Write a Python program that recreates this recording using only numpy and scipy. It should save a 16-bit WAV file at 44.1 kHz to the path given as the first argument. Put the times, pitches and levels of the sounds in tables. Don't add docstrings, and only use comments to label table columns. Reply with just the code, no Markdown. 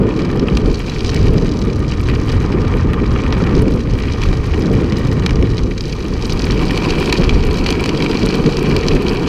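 import sys
import numpy as np
from scipy import signal
from scipy.fft import rfft, irfft
from scipy.io import wavfile
from scipy.ndimage import uniform_filter1d, minimum_filter1d

SR = 44100
rng = np.random.default_rng(int(sys.argv[2]) if len(sys.argv) > 2 else 0)


def wrap_up_sound(samples):
    columns = np.atleast_2d(samples).T
    tamed = np.clip(columns, -1, 1)
    steps = np.round(tamed * 32767).astype(np.int16)
    wavfile.write(sys.argv[1], SR, steps)


N = 409248
TIME = np.arange(N) / SR


def amp(db):
    return 10 ** (np.asarray(db) / 20)


def unit(x):
    return x / np.sqrt(np.mean(x ** 2) + 1e-20)


def curve(rows):
    return np.interp(TIME, *np.transpose(rows))


def spectrum_db(tone, hz):
    points_hz, db = np.transpose(tone)
    return np.interp(np.log(hz + 1), np.log(points_hz + 1), db)


def bins(size):
    return np.fft.rfftfreq(size, 1 / SR)


def wander(rate_hz, size=8192):
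    hz = np.fft.rfftfreq(size, N / SR / size)
    slow = rfft(rng.standard_normal(size)) / (1 + (hz / rate_hz) ** 4)
    return np.interp(TIME, np.linspace(0, N / SR, size), unit(irfft(slow, size)))


def swells(rows):
    out = np.zeros((2, N))
    for peak_s, length_s, *db in rows:
        out += np.outer(db, np.cos(np.pi * np.clip((TIME - peak_s) / length_s, -.5, .5)))
    return out


# time_s, slide_fraction
SIDEWAYS_SLIDE = [(0, 0.58), (.5, 0.74), (.8, 0.33), (1.3, 0.56), (1.7, 0.9), (3.5, 0.92), (3.8, 0.66),
                  (5.3, 1), (5.8, 0.55), (6.4, 0.46), (6.8, 0), (9.28, 0.03)]
def sliding():
    return np.clip(curve(SIDEWAYS_SLIDE), 0, 1)


def turbulence(straight_tone, cross_tone):
    slide = sliding()
    straight, cross = (unit(irfft(rfft(rng.standard_normal(N)) * amp(spectrum_db(tone, bins(N))), N))
                       for tone in (straight_tone, cross_tone))
    return np.sqrt(1 - slide) * straight + np.sqrt(slide) * cross


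# frequency_hz, level_db
HEAD_RUMBLE = [(10, -22), (22, 0), (47, -1.5), (75, -6), (110, -9.5), (150, -21.5), (250, -33), (600, -81),
               (4000, -110)]
SIDE_RUMBLE = [(10, -16), (22, -9), (50, 2.5), (80, 0.5), (110, -1), (150, -7.5), (250, -31), (600, -70),
               (4000, -110)]
# time_s, level_db
RUMBLE_LEVEL = [(0, -24.5), (0.62, -17), (0.85, -26.5), (1.24, -12.5), (1.45, -21), (1.88, -18),
                (2.3, -15.5), (4.1, -17.5), (4.3, -17), (5.66, -14.5), (5.8, -25), (6.5, -17),
                (7.08, -21.0), (7.35, -13.0), (7.85, -23.5), (9.28, -20.5)]
def rumble(gain_db=1, eddy_db=1.4, eddy_hz=12):
    eddies = turbulence(HEAD_RUMBLE, SIDE_RUMBLE) * amp(eddy_db * wander(eddy_hz))
    return unit(eddies) * amp(curve(RUMBLE_LEVEL) + gain_db)


# frequency_hz, level_db
HEAD_BUFFET = [(50, -14), (100, -7), (150, 2), (220, -1.5), (300, -1.5), (370, -2), (445, -2), (510, -10.5),
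               (600, -18.5), (700, -23), (1200, -26.5), (12000, -101)]
SIDE_BUFFET = [(50, -26), (95, -4), (145, 0), (220, -2), (300, -4), (370, -7.5), (440, -6.5), (510, -13),
               (600, -20), (700, -28), (1200, -39.5), (12000, -93)]
# time_s, level_db
BUFFET_LEVEL = [(0, -15.5), (0.66, -15), (0.8, -23), (1.05, -19.5), (1.3, -12.5), (1.9, -19.5),
                (2.35, -18.5), (3.3, -17.5), (3.62, -11), (3.85, -20), (4.46, -21), (4.62, -18),
                (5.65, -18.5), (5.78, -24.5), (6.5, -17), (7.85, -16.5), (8.1, -15), (9.28, -17)]
def buffet(flutter_db=1.37, flutter_hz=24):
    eddies = turbulence(HEAD_BUFFET, SIDE_BUFFET) * amp(flutter_db * wander(flutter_hz))
    return unit(eddies) * amp(curve(BUFFET_LEVEL))


# peak_s, length_s, rumble_change_db, buffet_change_db
WIND_GUSTS = [(0.03, 0.13, 4, 3.5), (0.68, .1, 7, 3), (2.15, 0.16, 2, 2), (2.55, 0.23, -1.5, 3.5),
              (4.3, 0.12, 5, 3), (4.73, 0.3, -1, 5.5), (5.42, 0.14, 3.5, 2.5), (6.5, 0.098, 1.5, 0),
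              (7.197, 0.051, 1, 9), (7.33, .08, 5, 3.5), (8.23, .1, 0, 1), (8.476, 0.042, -11, 10.5),
              (8.74, 0.12, 5, 4), (8.923, 0.11, 8.5, 4)]
def wind():
    rumble_db, buffet_db = swells(WIND_GUSTS)
    return rumble() * amp(rumble_db) + buffet() * amp(buffet_db)


# pitch_hz, width_hz, straight_db, sliding_db
WHEEL_MODES = [(750, 59, 8, 4), (971, 100, 5.5, 0), (1062, 45, 1.5, 6.5), (1204, 118, 1.5, 7),
               (1874, 174, 3, 6), (2164, 113, -4, -1), (2332, 270, 10.5, 7), (2624, 350, 6.5, 0),
               (2963, 154, 6.5, 4), (3214, 220, 5.5, 1), (3590, 106, -9, -11.5), (3954, 190, 3.5, 2),
               (4400, 390, 4.5, -1), (4830, 360, 2.5, 1.5), (6300, 1200, -4, -2), (12900, 350, 3, 3)]
def wheel_ring(tone, slide, extra_db=0, spot_db=0, size=2048):
    hz = bins(size)
    pitch_hz, width_hz, straight_db, sliding_db = np.transpose(WHEEL_MODES)
    shapes = .5 ** ((2 * (hz[:, None] - pitch_hz) / width_hz) ** 2)
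    mode_db = straight_db + slide * (sliding_db - straight_db) + spot_db
    db = spectrum_db(tone, hz) + extra_db + shapes @ mode_db
    log_gain = np.log(amp(np.r_[db, db[-2:0:-1]]))
    minimum_phase = np.exp(np.conj(signal.hilbert(log_gain)))
    ring = np.fft.ifft(minimum_phase).real
    return ring / np.linalg.norm(ring)


def crunch(tone, per_s, spread_db, crumble_s, bed, max_spreads, spots=4):
    slide = sliding()
    mode_angle = rng.uniform(0, 2 * np.pi, len(WHEEL_MODES))
    out = np.zeros(N)
    for spot in range(spots):
        sizes = amp(spread_db * np.minimum(rng.exponential(1, N), max_spreads))
        grains = sizes * (rng.random(N) < per_s / spots / SR)
        power = signal.lfilter([1], [1, -np.exp(-1 / (crumble_s * SR))], grains ** 2)
        force = np.sqrt(power / power.mean() + bed) * rng.standard_normal(N)
        spot_db = 4 * np.cos(mode_angle + 2 * np.pi * spot / spots)
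        straight, drifting = (signal.oaconvolve(force, wheel_ring(tone, k, spot_db=spot_db))[:N]
                              for k in (0, 1))
        out += (1 - slide) * straight + slide * drifting
    return unit(out)


# frequency_hz, level_db
DROPLET_SPECTRUM = [(2500, -24), (4500, -4), (6200, -1), (8000, -2), (9500, -4.5), (10900, -4),
                    (11800, -8.5), (15000, -9.5)]
def droplets(heavier_db, wetter_db, base_db=-54.5, splash_db=1.0, splash_hz=40):
    drops = crunch(DROPLET_SPECTRUM, per_s=110, spread_db=8, crumble_s=.0009, bed=.54, max_spreads=3.3)
    splashes = unit(drops * amp(splash_db * wander(splash_hz)))
    return splashes * amp(base_db + .93 * wetter_db + .2 * heavier_db)


# frequency_hz, level_db
SPRAY_SPECTRUM = [(1200, -28.5), (2800, -6.5), (3900, 0.5), (5000, -1), (6200, -2), (7200, -13),
                  (9000, -21), (11000, -33), (12000, -40), (15000, -43)]
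def spray(water_db, gain_db=2):
    hiss = crunch(SPRAY_SPECTRUM, per_s=240, spread_db=5, crumble_s=.0014, bed=.15, max_spreads=3.7)
    return hiss * amp(water_db + gain_db)


# frequency_hz, level_db
GRIT_SPECTRUM = [(400, -10), (1000, -4.5), (1600, 3), (2600, 1), (3300, -1.5), (4500, -7), (6000, -15.5),
                 (7500, -21.5), (11000, -36), (15000, -42)]
def grit(heavier_db, wetter_db, base_db=-35):
    grains = crunch(GRIT_SPECTRUM, per_s=240, spread_db=4.5, crumble_s=.0013, bed=.17, max_spreads=3.15)
    return grains * amp(base_db + .65 * heavier_db + .45 * wetter_db)


# frequency_hz, level_db
CRACK_SPECTRUM = [(300, -32), (900, -7), (1600, -6), (2600, -3.5), (4000, 1.5), (5200, 0.5), (6500, -4),
                  (9000, -6), (12000, -15), (15000, -17)]
# start_s, level_db, hardness_db (near 5 kHz), snap_db (near 10 kHz)
CRACKS_AND_TICKS = [(0.1908, -27, -9, -25), (0.3953, -27, -1, -22), (0.4843, -20.5, -26, -27),
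                    (0.5711, -19, -5, -18), (1.0927, -22, -4, -25), (1.1453, -26.5, 1, -2),
                    (1.381, -28, 1, -14), (1.921, -24.5, -14, -32), (2.324, -32, -4, -15),
                    (2.9335, -24, -20, -20), (3.1598, -23, -22, -36), (3.325, -21, -11, -32),
                    (3.439, -26, -9, -31), (3.62, -37, -14, 8), (4.2351, -22, -12, -26),
                    (4.923, -24.5, -11, -22), (5.2629, -16, -6, -15.5), (5.2932, -24, -11, -25),
                    (5.308, -24, -9, -17), (5.426, -24.5, -9.5, -20), (5.5804, -25, 0, -22),
                    (5.808, -24, 5, -14), (5.926, -27, 4, -21), (6.296, -25, -4, -27),
                    (6.3234, -24, 7, -17), (6.42, -26, 10, -5), (6.4423, -24, -4, -28),
                    (6.5016, -23, -28, -35), (6.7754, -19.5, -5, -14), (6.9062, -22, -7, -22),
                    (7.126, -6, -6, -15), (7.2938, -15, -4, -22), (7.6628, -17, -5.5, -26),
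                    (7.689, -18, -10, -36), (7.705, -20.5, 4, -4), (7.7257, -22, -1, -18),
                    (7.796, -27, -11, -25), (7.84, -21, -2, -12), (7.8593, -20, -10, -16),
                    (7.892, -19, -5, -18), (8.0237, -18, -8, -21), (8.0622, -18, -13, -25),
                    (8.1718, -23, 2, -19), (8.262, -28.5, -2, 3), (8.289, -24, 10, -21),
                    (8.5698, -23.5, 5, -4), (8.765, -18, -1, -10), (8.8842, -15.5, 0, -16),
                    (9.083, -22, 1, -18)]
def cracks(gain_db=1, first_blow=4.0, crack_s=.0017, brittleness=.2, knock=.3, span_s=.0057, size=2048):
    out = np.zeros(N + 2 * size)
    t, hz = np.arange(size) / SR, bins(size)
    slide = sliding()
    for start_s, level_db, hardness_db, snap_db in CRACKS_AND_TICKS:
        start = round(start_s * SR)
        knock_db = -knock * min(hardness_db, 0)
        colour = [(1300, knock_db), (2800, 0), (4400, hardness_db), (6200, hardness_db), (8200, snap_db)]
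        force = rng.standard_normal(size) * np.exp(-t / crack_s * amp(brittleness * snap_db))
        force[0] = first_blow
        ring = wheel_ring(CRACK_SPECTRUM, slide[start], spectrum_db(colour, hz))
        crack = signal.fftconvolve(force, ring)
        crack *= np.sqrt(span_s * SR) / np.linalg.norm(crack)
        out[start:start + len(crack)] += amp(level_db + gain_db) * crack
    return out[:N]


# frequency_hz, level_db
SCRUB_SPECTRUM = [(300, -11.5), (650, -2.5), (900, 4.5), (1250, 2), (1450, 0), (2000, -8), (3200, -16.5),
                  (5500, -36), (8000, -42), (15000, -52)]
def scrub(load_db, gain_db=.5):
    rasp = crunch(SCRUB_SPECTRUM, per_s=700, spread_db=2.5, crumble_s=.0017, bed=.39, max_spreads=4.5)
    return rasp * amp(load_db + gain_db)


# time_s, level_db
WHEEL_LOAD = [(0, -33), (0.65, -35), (0.85, -38), (1.2, -35.5), (1.8, -36.5), (2.55, -32.0), (3.2, -31.5),
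              (3.47, -28), (3.8, -39), (4.3, -34.0), (4.95, -34), (5.25, -33), (5.78, -41.5), (6.3, -35),
              (6.85, -29), (7.15, -29.5), (7.5, -32), (8.1, -31.5), (9.28, -31)]
# time_s, level_db
ROAD_WATER = [(0, -50), (0.45, -47), (0.72, -39.5), (1.15, -37), (1.65, -44), (2.3, -41.5), (2.85, -47),
              (3.75, -42.5), (3.92, -44), (4.2, -40), (5.3, -43), (5.7, -42.5), (5.88, -38), (6.05, -41),
              (6.42, -35), (7.1, -33), (7.45, -38), (8.15, -34), (9.28, -37)]
# middle_s, length_s, grit_change_db, water_change_db
ROAD_PATCHES = [(0.18, 0.2, 3, 4), (1.2, 0.28, 1.5, 1.5), (2.1, 0.083, 8, -2), (2.32, .1, 6.5, 1),
                (4.02, 0.19, 6.5, 1), (4.28, 0.23, 6, 2), (7.03, 0.12, 2, 4), (7.58, 0.091, 2.5, 7.5)]
def wheels(chatter_db=.97, chatter_hz=40, uneven_db=.44, uneven_hz=16):
    load_db, water_db = curve(WHEEL_LOAD), curve(ROAD_WATER)
    heavier_db, wetter_db = load_db - load_db.mean(), water_db - water_db.mean()
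    sand_db, puddle_db = swells(ROAD_PATCHES)
    rasp = scrub(load_db)
    loose = grit(heavier_db, wetter_db) * amp(sand_db)
    wet = (spray(water_db) + droplets(heavier_db, wetter_db)) * amp(puddle_db)
    uneven = amp(uneven_db * wander(uneven_hz))
    chatter = amp(chatter_db * wander(chatter_hz))
    return (rasp + (loose + wet) * uneven) * chatter


def scene():
    return (wind() + wheels() + cracks())[None]


def record(dry, ceiling=.94, hold_s=.0034, edge_hz=15450):
    reach = round(hold_s * SR)
    gain = np.minimum(1, ceiling / (abs(dry) + 1e-9))
    limited = dry * uniform_filter1d(minimum_filter1d(gain, reach), reach)
    lowpass = signal.firwin(255, edge_hz, window=("kaiser", 8), fs=SR)
    return signal.oaconvolve(limited, lowpass[None], "same")


dry = scene()
out = record(dry)
wrap_up_sound(out)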